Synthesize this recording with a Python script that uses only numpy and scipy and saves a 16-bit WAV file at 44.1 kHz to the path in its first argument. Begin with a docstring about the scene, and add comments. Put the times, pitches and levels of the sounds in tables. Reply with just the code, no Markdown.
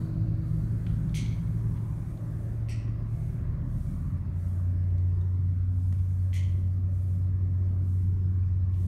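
"""Far machines heard in a greenhouse

Distant motors fill the glass room: one fades, another starts and holds its note, weaker ones come and go.
Each motor is a few unsteady sines tied to one shaft; patchy filtered noise makes the broad rumble beneath.
A faint hiss of bright noise switches on and off, over steady microphone noise.
Far off, the frame snaps: resonances heard mostly through the room's echoes. Nearer ticks are short
noise bursts with two rings and a little room.
"""
import sys
import numpy as np
from scipy import signal
from scipy.fft import rfft, irfft, next_fast_len
from scipy.io import wavfile
from scipy.ndimage import uniform_filter1d, map_coordinates

SR = 44100
rng = np.random.default_rng(int(sys.argv[2]) if len(sys.argv) > 2 else 0)


def dump_mix(stems):
    """Bounce the given channels to the path in sys.argv[1] as a 16-bit WAV at rate SR."""
    frames = np.atleast_2d(stems).T  # one column per channel
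    limited = np.clip(frames, -1, 1)  # hard clip at full scale
    pcm = np.round(limited * 32767).astype(np.int16)
    wavfile.write(sys.argv[1], SR, pcm)


N = 391166  # length [samples]

# Microphone noise colour: (frequency [Hz], relative density [dB])
FLOOR_COLOUR = [(1500, -25), (2500, -2.5), (3500, -9.5), (5200, -5.5), (7500, -14.5), (9200, -14),
                (10500, -18), (12000, -19.5), (13500, -18), (14800, -24), (15700, -19)]
FLOOR_DB = -78

# Hiss bursts: (on [s], off [s], level at 7-14 kHz [dB])
HISS_BURSTS = [(-.1, 0.076, -68), (.43, 2.62, -72), (3.1, 3.39, -70.5), (3.7, 4.09, -70), (4.09, 4.24, -81),
               (4.36, 4.62, -70), (4.62, 5.8, -83.5), (5.76, 6.52, -72.5), (6.52, 6.8, -77),
               (6.92, 7.23, -71.5), (7.84, 8.09, -72.5), (8.75, 9, -69)]
# Hiss colour: (frequency [Hz], relative density [dB])
HISS_COLOUR = [(2000, -31.5), (3200, -6), (5000, -8.5), (6300, -2.5), (7500, -4.5), (8700, 0), (9700, -2),
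               (10500, -6), (11700, -2), (13000, -7), (14200, -8.5), (15000, -11.5), (15700, -12)]
# Airy band at the start: (frequency [Hz], relative density [dB])
AIRY_COLOUR = [(3200, -34), (3900, -9.0), (4450, -6.5), (4750, -10.0), (5200, -39)]
AIRY_DB, AIRY_LOSS_DB_PER_S, AIRY_OFF_S = -72.5, 10, 1.05

# Rumble layers over time: (time [s], deep level [dB], body level at 175-290 Hz [dB],
# drone level at 335-430 Hz [dB], drone level at 520-720 Hz [dB])
RUMBLE_LEVELS = [(0.0, -48, -44, -52.5, -60), (0.12, -37, -43.5, -55, -59),
                 (1.73, -38.5, -43.5, -56.5, -65), (2.27, -42, -47, -57.5, -58),
                 (2.54, -38, -46, -57, -59.5), (3.09, -38.5, -45, -60, -64),
                 (3.14, -37.5, -48.5, -57, -59.5), (4.08, -37, -43.5, -63, -64.5),
                 (4.86, -38, -49, -59.5, -62.5), (5.63, -39, -50.5, -65, -68), (7.76, -41, -48, -58, -63),
                 (8.08, -41, -47, -58, -72), (8.75, -44, -50, -61, -69), (8.87, -39, -46.5, -58, -62.5)]
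# Deep rumble colour: (frequency [Hz], relative density [dB])
DEEP_COLOUR = [(12, -77.5), (20, -40), (32, -20), (59, -7), (68, -9.5), (84, -9), (110, -25), (180, -120)]
# Body of the rumble, colour: (frequency [Hz], relative density [dB])
BODY_COLOUR = [(70, -38.5), (85, 1.5), (120, 1.5), (170, -2), (210, -8), (280, -15), (340, -27.5),
               (450, -66)]
# Two droning bands of air, lower then upper, each: (frequency [Hz], relative density [dB])
DRONE_COLOURS = [
    [(250, -31), (300, 0.5), (370, 1.5), (420, -7.5), (480, -9), (560, -45.5)],
    [(430, -28), (500, -7), (580, 1.5), (625, -5.5), (670, -3), (760, -11.5), (900, -49)],
]
# Whir colour: (frequency [Hz], relative density [dB])
WHIR_COLOUR = [(600, -28), (780, -3), (1070, 0.5), (1440, -5.5), (1640, -6), (2200, -10.5), (2820, -22),
               (4500, -26.5), (6000, -50.5)]
SWELL_DB = 1  # scale of the random swell of every layer but the whir
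WHIR_DB = -62  # level at 800-1900 Hz before it sinks
WHIR_DROP_DB, WHIR_DROP_S, WHIR_EASE_S = 4.5, 4.63, 0.9  # how far, when and how slowly it sinks

# Glass room decay: (frequency [Hz], time to fall 60 dB [s])
ROOM_DECAY = [(1500, .75), (4500, 0.59), (9000, 0.34), (14000, 0.11)]
# Echo build-up, shorter in the highest treble: (frequency [Hz], share of the build-up time [1])
BUILD_SHARE = [(5000, 0.72), (8000, 0.77), (12000, 0.2)]

# Near ticks: (time [s], level [dB], ring [Hz], ring width [Hz], upper ring [Hz],
# relative upper level before sharpening [dB], burst length [s], room relative to burst [dB])
TICKS = [ (0.864, -51.5, 1290, 600, 3300, -3, 0.008, -1.5), (1.093, -64, 3520, 500, 5500, -9, .004, -2.5),
         (1.757, -69.5, 1600, 600, 3000, 1, 0.033, -3), (2.174, -65, 3480, 1200, 7000, -12, 0.0046, -17),
         (4.84, -72, 4540, 3000, 9070, -1.5, 0.0032, -11.5), (4.905, -69, 1990, 900, 3030, 1.5, .003, -10),
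         (4.98, -64.5, 2300, 907, 6010, -5.5, .006, -10.5),
         (5.211, -66, 3640, 351, 7970, -9.5, 0.0057, -2.5),
         (5.924, -55.5, 1000, 1190, 9800, -12.5, 0.0061, -3.5),
         (5.989, -70, 2270, 1800, 4030, -5, 0.013, -6.5), (8.428, -71.5, 2385, 200, 4740, -25, .02, -2.5),
         (8.736, -68.5, 2480, 1500, 5000, -9.5, 0.012, 10), ]
UPPER_WIDTH = 0.53  # width of the upper ring over its pitch

# Far snaps of the frame: (time [s], level over the first 50 ms [dB], treble rise [s])
SNAPS = [(1.1439, -43.5, 0.0022), (2.6868, -50.5, 0.0009), (6.331, -48.5, .004)]
# Part of the frame behind each snap, resonances before sharpening:
# (frequency [Hz], width [Hz], relative level [dB])
FRAME_PARTS = [
    [(2206, 215, 2), (3280, 450, -2.5), (4270, 700, -5), (6170, 620, -3.5), (8920, 1900, -9),
     (11740, 1400, -10), (14000, 2700, -15)],
    [(1940, 193, 2), (2660, 460, .5), (4580, 600, -4.5), (5640, 480, -2.5), (8300, 840, -6),
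     (10970, 770, -9.5), (12900, 1200, -14.5)],
    [(2050, 230, 2), (3180, 400, -2), (4220, 700, -8), (6300, 1300, -7), (8800, 1500, -9.5),
     (12300, 1200, -9), (14200, 1300, -19)],
]
BUILD_S, CRACK_DB = 0.042, -9  # echo build-up, direct crack beside a room tail of energy 1

# Weaker motors, gliding towards a final speed; the rows from -0.06 s and 1.3 s hold the octave of the first
# motor as it sinks: (on [s], off [s], main line at on [Hz], final main line [Hz], settling [s], level at on
# [dB], loss [dB/s], waver [Hz], flutter [dB], orders as (multiple of the main line [1], relative level [dB]))
WEAK_MOTORS = [ (-0.3, 2.48, 161.5, 148, 2.2, -33.5, 3, .3, 2.6, [(1, -0.5)]),
               (3.05, 7.5, 151, 140, 4, -39, 2.5, 0.21, 2, [(1, 0)]),
               (0.08, 2.35, 56, 55, 2.97, -40.5, .3, 0.83, 3.6, [(1, 0), (3 / 2, -10.5), (3, -1.5)]),
               (3, 4.12, 80.5, 77, 1.5, -37, .3, .43, 2.27, [(1, 0), (1 / 2, -2.5), (3 / 2, -4.5)]),
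               (8, 12, 77.3, 77, 1.5, -42.5, .3, 0.47, 2.2, [(0.95, 0), (1 / 2, -2.1), (3 / 2, -3.2)]),
               (-0.06, 0.705, 322, 316, 0.7, -47.5, .1, .8, 1.6, [(1, 0)]),
               (4.5, 8.4, 254, 248, 1.5, -57.5, 0.36, 1.5, 3, [(1, -0.5)]),
               (1.3, 3.2, 309, 300, 2.16, -55, 3, 0.87, 1.5, [(1, 0)]), ]
# Loud motor that fades: (time [s], main line [Hz], level [dB])
FADING = [(0, 110.5, -31.5), (1.8, 111, -32.5), (2.1, 111.6, -37), (2.5, 111.6, -32.5), (3.3, 111.6, -34.5),
          (3.8, 111, -43)]
# Loud motor that starts and holds: (time [s], main line [Hz], level [dB])
STARTING = [(3.9, 88.7, -38.5), (4.45, 90.56, -30), (5.05, 90.64, -24.5), (5.3, 91.59, -26.5),
            (6, 92.1, -26.5), (8, 92.38, -26), (8.87, 91.76, -26)]
RISE_S, FALL_S = 0.12, 0.29  # switching softness of the weaker motors

TOP_HZ = 15750  # upper band limit


def amp(db):
    """Decibels to amplitude."""
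    return 10 ** (np.asarray(db) / 20)


def unit(x):
    """Scale to rms 1."""
    return x / np.sqrt(np.mean(x ** 2) + 1e-20)


def along(points, hz):
    """Interpolate (frequency [Hz], value) points on a log frequency axis."""
    f, v = np.transpose(points)
    return np.interp(np.log(hz + 1), np.log(f + 1), v)


def curves(rows):
    """One value per sample for each column after the time."""
    s, *cols = np.transpose(rows)
    return [np.interp(np.arange(N) / SR, s, c) for c in cols]


def wobble(rate):
    """A smooth random curve with rate knots a second."""
    coarse = np.arange(0, N + 64, 64)
    knots = rng.standard_normal(int(N * rate / SR) + 4)
    smooth = map_coordinates(knots, [coarse * rate / SR])
    return np.interp(np.arange(N), coarse, smooth)


def switched(on, off, rise, fall):
    """A gain that rises softly around on and falls softly around off [s]."""
    t = np.arange(N) / SR
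    opening = 0.5 + 0.5 * np.tanh((t - on) / rise)
    closing = 0.5 + 0.5 * np.tanh((off - t) / fall)
    return opening * closing


def filtered(x, response):
    """Multiply the spectrum of x by a response of frequency."""
    m = next_fast_len(len(x) + SR // 2)
    return irfft(rfft(x, m) * response(np.fft.rfftfreq(m, 1 / SR)), m)[:len(x)]


def highpass(x, corner_hz):
    """Take away what lies below the corner, without delay."""
    return filtered(x, lambda hz: hz ** 6 / (hz ** 6 + float(corner_hz) ** 6))


def rush(spectrum, patchy_db, size=12, band=(0, SR)):
    """Coloured noise with random gain patches, size frames long; rms 1 inside the band [Hz]."""
    z = signal.stft(rng.standard_normal(N + 512), nperseg=512)[2]
    across_hz = uniform_filter1d(rng.standard_normal(z.shape), 3, 0)
    patches = unit(uniform_filter1d(across_hz, size, 1))
    noise = signal.istft(z * amp(patchy_db * patches), nperseg=512)[1][:N]
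    noise = filtered(noise, lambda hz: amp(along(spectrum, hz)))
    in_band = filtered(noise, lambda hz: (hz >= band[0]) & (hz < band[1]))
    return noise / np.std(in_band)


def resonances(modes):
    """Causal response of a few damped modes, with alternating signs."""
    def response(f):
        total = 0
        for k, (centre, width, db) in enumerate(modes):
            damping = 1j * f * width
            total = total + (-1) ** k * amp(db) * damping / (centre ** 2 - f ** 2 + damping)
        return total
    return response


def echoes(build):
    """A fresh room tail of energy 1: lumpy echoes hold for a moment, then decay by frequency."""
    hz, t, z = signal.stft(rng.standard_normal(SR), SR, nperseg=128)
    late = np.maximum(t - build * along(BUILD_SHARE, hz)[:, None], 0)
    lumps_db = 1.3 * unit(uniform_filter1d(rng.standard_normal(len(t)), size=3))
    decay_db = 60 * late / along(ROOM_DECAY, hz)[:, None]
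    tail = signal.istft(z * amp(lumps_db - decay_db), SR, nperseg=128)[1][:SR]
    return tail / np.linalg.norm(tail)


def microphone_noise():
    """The steady noise floor of the microphone: patchy coloured noise."""
    return amp(FLOOR_DB) * rush(FLOOR_COLOUR, patchy_db=3.4)


def hiss():
    """Faint bright noise switching on and off, with a thin airy band sinking away at the start."""
    level = sum(amp(db) * switched(on, off, 0.055, 0.095) for on, off, db in HISS_BURSTS)
    bursts = level * amp(0.4 * wobble(8)) * rush(HISS_COLOUR, patchy_db=1.7, band=(7000, 14000))
    airy_level = amp(AIRY_DB - AIRY_LOSS_DB_PER_S * np.arange(N) / SR)
    airy_level = airy_level * switched(-1, AIRY_OFF_S, 0.1, 0.12)
    return bursts + airy_level * rush(AIRY_COLOUR, patchy_db=0.0)


def swell(db):
    """The gain of a level curve with a slow random swell of its own."""
    return amp(db + SWELL_DB * wobble(4))


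def rumble():
    """Broad noise of the far machines in layers, deep to bright; the whir sinks once."""
    deep_db, body_db, low_db, high_db = curves(RUMBLE_LEVELS)
    low_colour, high_colour = DRONE_COLOURS
    deep = swell(deep_db) * rush(DEEP_COLOUR, patchy_db=1.0)
    body = swell(body_db) * rush(BODY_COLOUR, patchy_db=1.52, band=(175, 290))
    low = swell(low_db) * rush(low_colour, patchy_db=0.8, band=(335, 430))
    high = swell(high_db) * rush(high_colour, patchy_db=1.5, band=(520, 720))
    whir_db = WHIR_DB - WHIR_DROP_DB * switched(WHIR_DROP_S, 20, WHIR_EASE_S, 1)
    whir = amp(whir_db) * rush(WHIR_COLOUR, patchy_db=2.07, size=40, band=(800, 1900))
    return deep + body + low + high + whir


def ticks():
    """Small near ticks: a brief grainy burst excites two rings, with a little room."""
    out, t = np.zeros(N + SR), np.arange(SR) / SR
    for s, db, ring_hz, width_hz, upper_hz, upper_db, length, room_db in TICKS:
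        envelope = np.sin(np.pi * np.clip(t / length, 0, 1)) ** 0.5
        burst = rng.standard_normal(SR) * envelope
        sound = burst + amp(room_db) * np.linalg.norm(burst) * echoes(length)
        rings = resonances([(ring_hz, width_hz, 0), (upper_hz, UPPER_WIDTH * upper_hz, upper_db)])
        sound = filtered(sound, lambda hz: rings(hz) * abs(rings(hz)) ** 0.5)  # sharpened: steeper skirts
        onset_rms = np.std(sound[:round(length * SR)])
        out[round(s * SR):][:SR] += amp(db) * sound / onset_rms
    return out[:N]


def snaps():
    """Far sharp cracks of the frame, heard mostly through the room; the treble builds up late."""
    out, t = np.zeros(N + SR), np.arange(SR) / SR
    for (s, db, treble_rise), modes in zip(SNAPS, FRAME_PARTS):
        sound = echoes(BUILD_S) * np.minimum(t / 0.0069, 1)  # the first echoes are weak
        sound[0] += amp(CRACK_DB)
        ring = resonances(modes)
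        sound = filtered(sound, lambda hz: ring(hz) * abs(ring(hz)) ** 0.31)  # sharpened
        sound = highpass(sound, 1500)  # thin parts radiate no bass
        sound = sound - highpass(sound, 4400) * np.exp(-t / treble_rise)
        out[round(s * SR):][:SR] += amp(db) * sound / np.std(sound[:SR // 20])
    return out[:N]


def tone(hz, db, waver_hz, flutter_db):
    """A slightly unsteady sine around the given pitch and rms level."""
    phase = 2 * np.pi * (np.cumsum(hz + waver_hz * wobble(6)) / SR + rng.random())
    return np.sqrt(2) * amp(db + flutter_db * wobble(7)) * np.sin(phase)


def shaft(hz, db, orders, waver_hz, flutter_db):
    """A turning shaft: tones at fixed multiples of its main line, each a little unsteady."""
    return sum(tone(k * hz, db + rel_db, waver_hz, flutter_db) for k, rel_db in orders)


def motors():
    """The far motors: one fading, one starting, and weaker ones easing towards a final speed."""
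    t = np.arange(N) / SR
    fading = shaft(*curves(FADING), [(1, 0), (1 / 3, -12)], 0.26, 0.46)
    out = switched(-1, FADING[-1][0], 0.87, 0.12) * fading
    starting = shaft(*curves(STARTING), [(1, 0), (2, -26.5)], 0.15, 0.31)
    out = out + switched(STARTING[0][0], 12, 0.1, 0.97) * starting
    for on, off, first_hz, final_hz, settle, db, loss_db, waver_hz, flutter_db, orders in WEAK_MOTORS:
        since = t - on
        glide = np.exp(-np.maximum(since, -0.3) / settle)
        hz = final_hz + (first_hz - final_hz) * glide
        sound = shaft(hz, db - loss_db * since, orders, waver_hz, flutter_db)
        out = out + switched(on, off, RISE_S, FALL_S) * sound
    return out


def scene():
    """Everything at the microphone, from the background to the motors, in one channel."""
    return (microphone_noise() + hiss() + rumble() + ticks() + snaps() + motors())[None]


def record(dry):
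    """A 4 ms fade at each end, and nothing kept above the band limit."""
    to_edge = np.minimum(np.arange(N), N - np.arange(N))
    fade = np.clip(to_edge / (SR / 250), 0, 1)
    return filtered(dry[0] * fade, lambda hz: hz < TOP_HZ)[None]


dry = scene()
out = record(dry)
dump_mix(out)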